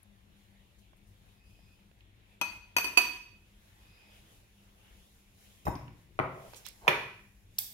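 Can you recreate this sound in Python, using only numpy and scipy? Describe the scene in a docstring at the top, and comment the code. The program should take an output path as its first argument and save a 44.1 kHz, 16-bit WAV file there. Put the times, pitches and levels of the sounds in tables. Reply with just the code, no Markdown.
"""In a hard-walled kitchen, flour is sifted over a steady hiss and a low appliance rumble and hum, all made
from shaped noise. Small things tick and scuff as brief noise puffs, and the sieve's rim sings faintly when it
is rubbed. A jar taps the steel rim, which rings as fading tones; later it is set down on the stone counter as
knocks made of filtered pushes, and a cup clinks as a few short tones. Of the two microphone ports, the left one
gets the sifting and each separate sound first."""
import sys
import numpy as np
from scipy import signal
from scipy.fft import rfft, irfft, next_fast_len
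from scipy.io import wavfile
from scipy.ndimage import uniform_filter1d, map_coordinates

SR = 44100
rng = np.random.default_rng(int(sys.argv[2]) if len(sys.argv) > 2 else 0)


def generate_wav(sig):
    """Save sig (samples, or channels by samples) to the path in sys.argv[1] as 16-bit PCM at SR."""
    pcm = np.round(np.clip(np.atleast_2d(sig).T, -1, 1) * 32767).astype(np.int16)
    wavfile.write(sys.argv[1], SR, pcm)


N = 340893  # length [samples]

# Peaks below are those of the sound itself, before panning and reflections; positive left-right leans left.
# Hiss of flour on the mesh, of the steady background and of a late scuff, before gusts and port gains: (time
# [s], fizz level [dB], rustle level [dB])
HISS_LEVELS = [(0, -79, -75), (1.05, -78, -74.5), (1.62, -74.5, -73), (1.949, -79.5, -75.5),
               (2.4, -80, -72), (3.418, -78, -76), (3.799, -71.5, -70.5), (4.03, -72.5, -67),
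               (4.32, -69, -69.5), (4.58, -75.5, -74), (4.859, -73.5, -69.5), (5.05, -69, -71),
               (5.25, -76, -76), (5.45, -68.5, -70), (5.62, -71.5, -72.5), (6.05, -78, -75.5),
               (6.6, -64, -67), (7.299, -74.5, -79), (7.551, -72, -72.5)]
# Colour of the fizzing hiss: (frequency [Hz], relative level [dB])
FIZZ_COLOUR = [(2500, -29.5), (3500, -8.5), (5400, -2), (6800, -2), (8200, -5.5), (9900, -5), (10700, 1.5),
               (11800, -3), (13800, -6), (15000, -6.5), (16300, -6.5)]
# Colour of the lower, rustling hiss: (frequency [Hz], relative level [dB])
RUSTLE_COLOUR = [(470, -35), (800, -6), (1260, -10), (1700, -6.5), (2500, -4), (3600, -5.5), (4200, -11),
                 (5200, -23.5), (6500, -31.5), (11000, -120)]
# Colour of the appliance rumble: (frequency [Hz], relative level [dB])
RUMBLE_COLOUR = [(12, -42), (20, -5), (43, 0), (75, -6.5), (102, 3.5), (130, -9.5), (197, -7), (226, -16),
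                 (338, -13.5), (500, -26.5), (650, -47.5), (1100, -120)]
# Wavering hum lines, before leaning left: (frequency [Hz], width [Hz], level [dB])
HUM_LINES = [(52, 21, -67.5), (100.03, 18, -74.5), (201.4, 12, -72.5)]
# Where rumble and hum sit: (time [s], left-right [dB])
APPLIANCE_LEAN = [(0, 6.5), (2.4, 4), (3.2, 1.5), (5.301, 2.5), (6.3, 7), (7.73, 0.5)]
# Small hard touches: (time [s], peak [dB], centre [Hz], breadth [share of centre], left-right [dB],
# walls [dB], low when near)
TICK_EVENTS = [(.03, -63.5, 10900, 0.092, 24, -12), (.932, -58.5, 700, .8, -16, -10),
               (1.589, -58.5, 700, .9, -5, -13), (1.913, -58, 800, 1.5, -15, -12),
               (2.006, -52.5, 2800, 0.27, 5, -5), (5.754, -45.5, 5430, 0.18, 0, -3),
               (6.534, -43.5, 700, 2.8, -13, -1), (6.544, -45, 3000, 1.6, -13, -3),
               (6.664, -39.5, 2500, 6.5, -25, -37), (6.685, -35, 10000, .8, 2, -19.5),
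               (6.848, -45.5, 700, 0.39, 9, -8), (7.584, -23.5, 4400, 0.64, 2, -2),
               (7.584, -46.5, 796, 0.51, 4.5, -4), (7.587, -15, 13500, 0.78, -8.5, -2.5),
               (7.591, -31, 7000, 2.5, -11, 6.5)]
# Short slides: (time [s], peak [dB], centre [Hz], length [s], left-right [dB])
SCUFF_EVENTS = [(0.78, -66.5, 8000, 0.048, 14), (0.961, -68, 9000, 0.041, 9), (1.066, -69, 9000, 0.051, 11),
                (6.555, -46.5, 6000, 0.05, -11), (6.647, -50, 4000, .07, -28),
                (6.684, -66.5, 5500, 0.12, -7), (6.804, -40, 680, 0.49, 0.5)]
# Rubs of the rim: (time [s], hold [s], level [dB])
RUB_EVENTS = [(1.44, 0.27, -73), (3.89, 0.23, -68.5)]
# Jar taps on the rim: (time [s], peak [dB], treble tilt [dB per octave], left-right [dB],
# ring time left by the grip [share])
RIM_TAPS = [(2.413, -16, -3, 6, 0.39), (2.765, -14, -0.5, 2.5, 0.41), (2.7827, -16, 3.5, -7.5, .12),
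            (2.8429, -20, -2, -0.5, 0.42), (2.973, -7, -2.5, -6.5, 0.43)]
# Pitches of the rim's ringing modes: (frequency [Hz])
RIM_PITCHES = [328, 972, 1040, 1400, 2148, 2420, 2527, 2592, 3000, 4560, 5830, 6135, 6315, 8000, 9030, 9560,
               10560, 11430, 12140, 12500, 12730, 13470, 13950, 14640, 15560]
# The same modes in the same order, before tilt and grip: (strength [dB], time to fall 60 dB [s])
RIM_RINGS = [(-14, 0.07), (-9.5, 0.2), (-16, 0.014), (-2.5, 0.037), (-22, 0.13), (-22.5, 0.045), (-3, 0.24),
             (-15, 0.13), (-11.5, 0.079), (-11, 0.23), (-20.5, 0.26), (-16, 0.11), (-17, .15),
             (-21.5, 0.13), (-21.5, 0.25), (-36, 0.059), (-17, 0.075), (-19, 0.08), (-11, 0.079),
             (-19, 0.12), (-20.5, 0.21), (-26, .15), (-19.5, 0.15), (-32.5, 0.092), (-35, 0.21)]
# Jar on the counter: (time [s], peak [dB], centre [Hz], breadth [share of centre], thump [dB], chink [dB],
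# rattle's time to fall 26 dB [s], left-right [dB]); thump and chink are relative to the blow;
# the peak is that of all three together
COUNTER_KNOCKS = [(5.653, -34, 200, 9, 7, -10, 0.12, 2), (5.668, -19.5, 722, 0.97, -3.5, -47, 0.014, 1.5),
                  (5.674, -29, 720, 1.1, -2, -41, 0.025, -9.5), (5.681, -25, 750, 0.72, 3, -24, 0.0092, 16),
                  (5.753, -35.5, 1500, 6, 7, -25, .004, -1), (5.88, -42, 1990, 1.8, 13.5, -35, .01, -8),
                  (5.95, -48, 300, .6, 48, -27, 0.0084, 8),
                  (6.19, -11, 1000, 1.05, -25.5, -38, 0.0043, -3.5),
                  (6.198, -21, 600, 2.4, -1.5, -50, 0.0099, 7.5),
                  (6.24, -40.5, 684, 0.87, -21, -49, 0.82, -4.5),
                  (6.871, -26, 783, 0.92, -7.5, -27, 0.015, 3.5),
                  (6.879, -6.5, 2000, 2.6, -23, -33, 0.0083, -6.5),
                  (6.883, -11, 1330, 2.4, -18.5, -19.5, 0.025, -4)]
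# Resonances of jar and slab: (frequency [Hz], width [Hz], level [dB])
JAR_AND_SLAB = [(371, 49, 0), (528, 7.1, -6), (594, 100, -19), (899, 44, -13.5), (953, 37, -11.5),
                (1913, 263, -5), (2400, 350, -9.5), (3700, 470, -7.5)]
# Resonances of small steel parts: (frequency [Hz], width [Hz], level [dB])
STEEL_PARTS = [(6050, 1000, -12), (9310, 69, 1.5), (13100, 690, -8.5), (15630, 500, -18)]
# A small cup is jolted: (time [s], peak [dB])
CUP_JOLTS = [(5.653, -47), (5.681, -51)]
# Modes of the cup: (frequency [Hz], average strength [dB], time to fall 60 dB [s])
CUP_MODES = [(2524, -1.5, 0.13), (3780, -5, 0.092), (5274, -3, 0.13), (5320, -10, 0.13),
             (7040, -11.5, 0.27), (8760, -4, .06), (13360, 2, .071)]
# How fast the room's echo dies at each pitch: (frequency [Hz], time to fall 60 dB [s])
KITCHEN_ECHO = [(100, 0.77), (500, 0.47), (2500, 0.61), (6000, 0.55), (12000, 0.46)]

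SHIFT_DB, SHIFT_GROWS = -77, 0.96  # hands' level at a rustle of -72 dB; their change [dB per dB of rustle]
TICK_S, SCUFF_BREADTH, SCUFF_ROOM_DB = 0.0049, 1.3, -20  # tick length; scuff breadth [share], walls
RUB_FADE_DB_PER_S, RUB_UPPER_DB = 110, -5.5  # fade speed; upper band relative to the tone
TAP_LOW_DB, TAP_ROOM_DB = -4, -2.5  # change of the low modes; walls
CHOKE_T60_S = 0.038  # the next touch of the jar stills what rings
KNOCK_ROOM_DB = -1  # walls
CLINK_PAN_DB, CLINK_ROOM_DB = -12, 1  # left-right; walls
NEAR_DB, NEAR_T60_S = -2, 0.0085  # counter and dishes scatter each sound differently to the two ports
TOP_HZ = 15850  # the microphone's upper limit


def amp(db):
    """Turn decibels into a plain gain."""
    return 10 ** (np.asarray(db) / 20)


def unit(x):
    """Scale x to an average strength (rms) of 1."""
    return x / np.sqrt(np.mean(x ** 2) + 1e-20)


def along(points, hz):
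    """Read a curve of (frequency [Hz], value) points on a log frequency axis."""
    f, v = np.transpose(points)
    return np.interp(np.log(hz + 1), np.log(f + 1), v)


def wobble(rate):
    """Draw a smooth random curve with rate knots a second."""
    knots = rng.standard_normal(int(N * rate / SR) + 4)
    return map_coordinates(knots, [np.arange(N) * rate / SR])


def filtered(x, response):
    """Shape the spectrum of x with a response that depends on frequency."""
    n = x.shape[-1]
    m = next_fast_len(n + 8192)  # spare room for ringing
    return irfft(rfft(x, m) * response(np.fft.rfftfreq(m, 1 / SR)), m)[..., :n]


def resonance(f, hz, width_hz):
    """Give one resonant peak of gain 1 that rings only after it is pushed."""
    return 1j * f * width_hz / (hz * hz - f * f + 1j * f * width_hz)


def modes(table, f):
    """Add up a row of resonances with alternating signs."""
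    return sum((-1) ** k * amp(db) * resonance(f, hz, width) for k, (hz, width, db) in enumerate(table))


def rush(response, alike, patchy_db):
    """Make stereo noise of rms 1 with randomly loud patches; alike is the left-right likeness."""
    z = signal.stft(rng.standard_normal((2, N + SR)), nperseg=512)[2]
    field = uniform_filter1d(rng.standard_normal(z.shape[1:]), size=6, axis=0)  # smooth over pitch
    field = uniform_filter1d(field, size=12, axis=1)  # smooth over time
    patchy = signal.istft(z * amp(patchy_db * unit(field)), nperseg=512)[1][:, :N]
    a, b = filtered(patchy, response)
    turn = np.arccos(np.clip(alike, -1, 1)) / 2
    shared, apart = np.cos(turn) * a, np.sin(turn) * b
    return unit(np.array([shared + apart, shared - apart]))


def room_echo():
    """Make the walls' answer from noise in which each frequency dies at its own speed."""
    hz, t, z = signal.stft(rng.standard_normal((2, SR * 3 // 4)), SR, nperseg=256)
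    fade = amp(-60 * t / along(KITCHEN_ECHO, hz)[:, None])
    tail = signal.istft(z * fade, SR, nperseg=256)[1]
    tail = tail * (1 - np.exp(-np.arange(tail.shape[1]) / SR / 0.00097))  # echoes thicken at first
    # long waves reach both ports alike
    bass = filtered(tail[0] - tail[1], lambda f: 1 / (1 + (f / 600) ** 2))
    tail = np.array([tail[0], tail[1] + bass])
    return tail / np.linalg.norm(tail[0])


def near_scatter():
    """Make the direct sound plus quick reflections from nearby things, different at each port."""
    length = SR // 50
    near = rng.standard_normal((2, length)) * amp(-60 * np.arange(length) / SR / NEAR_T60_S)
    near = filtered(near, lambda f: 1j * f / (900 + 1j * f))  # small things scatter few long waves
    near *= amp(NEAR_DB) / np.linalg.norm(near, axis=1, keepdims=True)
    near[:, 0] = 1  # direct sound
    return near


def add(out, s, sound, db, pan_db, room_db, lag):
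    """Place a sound of peak db at s seconds, with the right port's near sound lag samples late, plus echo."""
    sound = amp(db) * sound / np.abs(sound).max()
    heard = amp(room_db) * signal.fftconvolve(sound[None], room_echo(), axes=1)
    heard *= amp([[0.056 * pan_db], [-0.3 * pan_db]])  # the nearer walls lean the same way
    left, right = signal.fftconvolve(sound[None], near_scatter(), axes=1)
    heard[0, :len(left)] += amp(pan_db / 2) * left
    heard[1, lag:lag + len(right)] += amp(-pan_db / 2) * right
    start = round(s * SR)
    out[:, start:start + heard.shape[1]] += heard[:, :N - start]


def puffs(rows):
    """Make brief noise puffs that swell and fade around a centre pitch."""
    out, t = np.zeros((2, N)), np.arange(SR // 4) / SR
    for s, db, hz, breadth, length, pan_db, room_db in rows:
        puff = rng.standard_normal(len(t)) * (t / length) * np.exp(-4 * t / length)
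        puff = filtered(puff, lambda f: resonance(f, hz, hz * breadth) ** 2)
        add(out, s, puff, db, pan_db, room_db, lag=10)
    return out


def sifting():
    """Flour hisses through the mesh in gusts over a steady background hiss; a lower rustle rides along, hands
    shift on the handles, and a late scuff adds its hiss."""
    s, *levels = np.transpose(HISS_LEVELS)
    fizz_db, rustle_db = [np.interp(np.arange(N) / SR, s, c) for c in levels]
    shift_db = SHIFT_DB + SHIFT_GROWS * (rustle_db + 72)
    gust = wobble(12)
    fizz = rush(lambda f: amp(along(FIZZ_COLOUR, f)), 0.2, patchy_db=0.6)
    rustle = rush(lambda f: amp(along(RUSTLE_COLOUR, f)), 0.12, patchy_db=2.14)
    shift = rush(lambda f: resonance(f, 550, 600) ** 2, 0.5, patchy_db=1.5)
    fizz *= amp(fizz_db + 1.3 * gust)
    rustle *= amp(rustle_db + 0.68 * gust)
    shift *= amp(shift_db + 0.74 * gust)
    left, right = fizz + rustle + shift
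    return np.array([left * amp(3.0), np.roll(right, shift=18) * amp(2.66)])  # right port 18 samples late


def appliances():
    """A low noise rumble slowly wavers under fuzzy hum lines of narrow noise, both leaning left."""
    rumble_gain = amp(-64.5 + 0.45 * wobble(1))
    rumble = rumble_gain * rush(lambda f: amp(along(RUMBLE_COLOUR, f)), 0.9, patchy_db=2.0)
    hum = sum(amp(db) * rush(lambda f: resonance(f, hz, width) ** 2, 0.93, patchy_db=2.0)
              for hz, width, db in HUM_LINES)
    lean_db = np.interp(np.arange(N) / SR, *np.transpose(APPLIANCE_LEAN))
    return (rumble + hum) * amp([lean_db / 2, -lean_db / 2])


def ticks():
    """Small hard things touch, each making a very short puff of noise."""
    return puffs([(s, db, hz, breadth, TICK_S, pan_db, room_db)
                  for s, db, hz, breadth, pan_db, room_db in TICK_EVENTS])


def scuffs():
    """Something slides briefly over a surface close by, making a longer puff with little echo."""
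    return puffs([(s, db, hz, SCUFF_BREADTH, length, pan_db, SCUFF_ROOM_DB)
                  for s, db, hz, length, pan_db in SCUFF_EVENTS])


def rubbing():
    """Friction makes the rim sing in a narrow band and a wider one above; each rub fades in, holds, fades out."""
    t = np.arange(N) / SR
    level = 0
    for s, hold, db in RUB_EVENTS:
        outside = np.maximum(0, np.maximum(s - t, t - s - hold))  # seconds before or after the hold
        level = level + amp(db - RUB_FADE_DB_PER_S * outside)
    tone = rush(lambda f: resonance(f, 2520, 130) ** 2, 0.34, patchy_db=1.1)
    upper = rush(lambda f: resonance(f, hz=4950, width_hz=450) ** 2, 0.3, patchy_db=1.5)
    return level * (tone + amp(RUB_UPPER_DB) * upper)


def taps():
    """Each tap rings the rim at new strengths; the hand damps it and the loose mesh blurs every tone."""
    out, t = np.zeros((2, N)), np.arange(SR // 2) / SR
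    next_times = [row[0] for row in RIM_TAPS[1:]] + [N / SR]
    for (s, db, treble_db, pan_db, damping), next_s in zip(RIM_TAPS, next_times):
        ring = 0
        for hz, (level, t60) in zip(RIM_PITCHES, RIM_RINGS):
            # where and how hard the rim is struck
            tilt_db = treble_db * np.log2(1 + hz / 4000) + TAP_LOW_DB / (1 + (hz / 1600) ** 4)
            strength = amp(level + tilt_db + rng.normal(0, 1.5))
            blur = 0.028 * np.sqrt(hz / 2500) * np.cumsum(rng.standard_normal(len(t)))
            fade = amp(-60 * t / (damping * t60))
            ring = ring + strength * fade * np.sin(2 * np.pi * hz * t + blur)
        ring = ring * (1 - np.exp(-t / 0.00085))  # soft start
        choke = amp(-60 * np.maximum(0, t + s - next_s) / CHOKE_T60_S)
        crack = amp(-60 * t / 0.067) * rng.standard_normal(len(t))
        crack = filtered(crack, lambda f: resonance(f, 926, 1900) ** 1.17)
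        add(out, s, ring * choke + 0.6 * crack, db, pan_db, TAP_ROOM_DB, lag=5)
    return out


def stone(f):
    """Jar and slab pass a blow through their resonances, weaker towards the treble."""
    return (0.2 + modes(JAR_AND_SLAB, f)) * resonance(f, 2220, 4200) * 2600 / (1j * f + 1)


def knocks():
    """A blow and a weaker rattle push jar and slab; the slab thumps and small steel parts chink."""
    out, t = np.zeros((2, N)), np.arange(SR // 4) / SR
    for s, db, hz, breadth, thump_db, chink_db, rattle, pan_db in COUNTER_KNOCKS:
        push = 0.094 * rng.standard_normal(len(t)) * amp(-26 * t / rattle)
        push[0] = 1  # the blow itself
        blow = unit(filtered(push, lambda f: stone(f) * resonance(f, hz, hz * breadth) ** 2.15))
        deep = (330 / hz) ** 1.9  # softer contacts reach further down
        thump = unit(filtered(push, lambda f: deep * resonance(f, 74, 55) ** 2
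                              + resonance(f, 119.0, 65) ** 2 + 0.4 * resonance(f, 306, 110) ** 2))
        chink = unit(filtered(push, lambda f: modes(STEEL_PARTS, f) * resonance(f, 5700, 9900)))
        knock = blow + amp(thump_db) * thump + amp(chink_db) * chink
        add(out, s, knock, db, pan_db, KNOCK_ROOM_DB, lag=14)
    return out


def clinks():
    """The cup's few modes ring briefly, blurred as it rocks."""
    out, t = np.zeros((2, N)), np.arange(SR // 5) / SR
    for s, db in CUP_JOLTS:
        ring = 0
        for hz, level, t60 in CUP_MODES:
            strength = amp(level + rng.normal(0, 1.5) - 60 * t / t60)
            blur = 0.03 * np.cumsum(rng.standard_normal(len(t)))
            ring = ring + strength * np.sin(2 * np.pi * hz * t + blur)
        ring = ring * (1 - np.exp(-t / 0.0015))  # soft start
        add(out, s, ring, db, CLINK_PAN_DB, CLINK_ROOM_DB, lag=10)
    return out


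def scene():
    """Add up everything heard in the kitchen."""
    return taps() + knocks() + clinks() + ticks() + scuffs() + sifting() + rubbing() + appliances()


def record(dry):
    """The microphone fades out the highest treble around its upper limit and keeps nothing beyond."""
    return filtered(dry, lambda hz: np.clip((TOP_HZ + 300 - hz) / 400, 0, 1) ** 3)


dry = scene()
out = record(dry)
generate_wav(out)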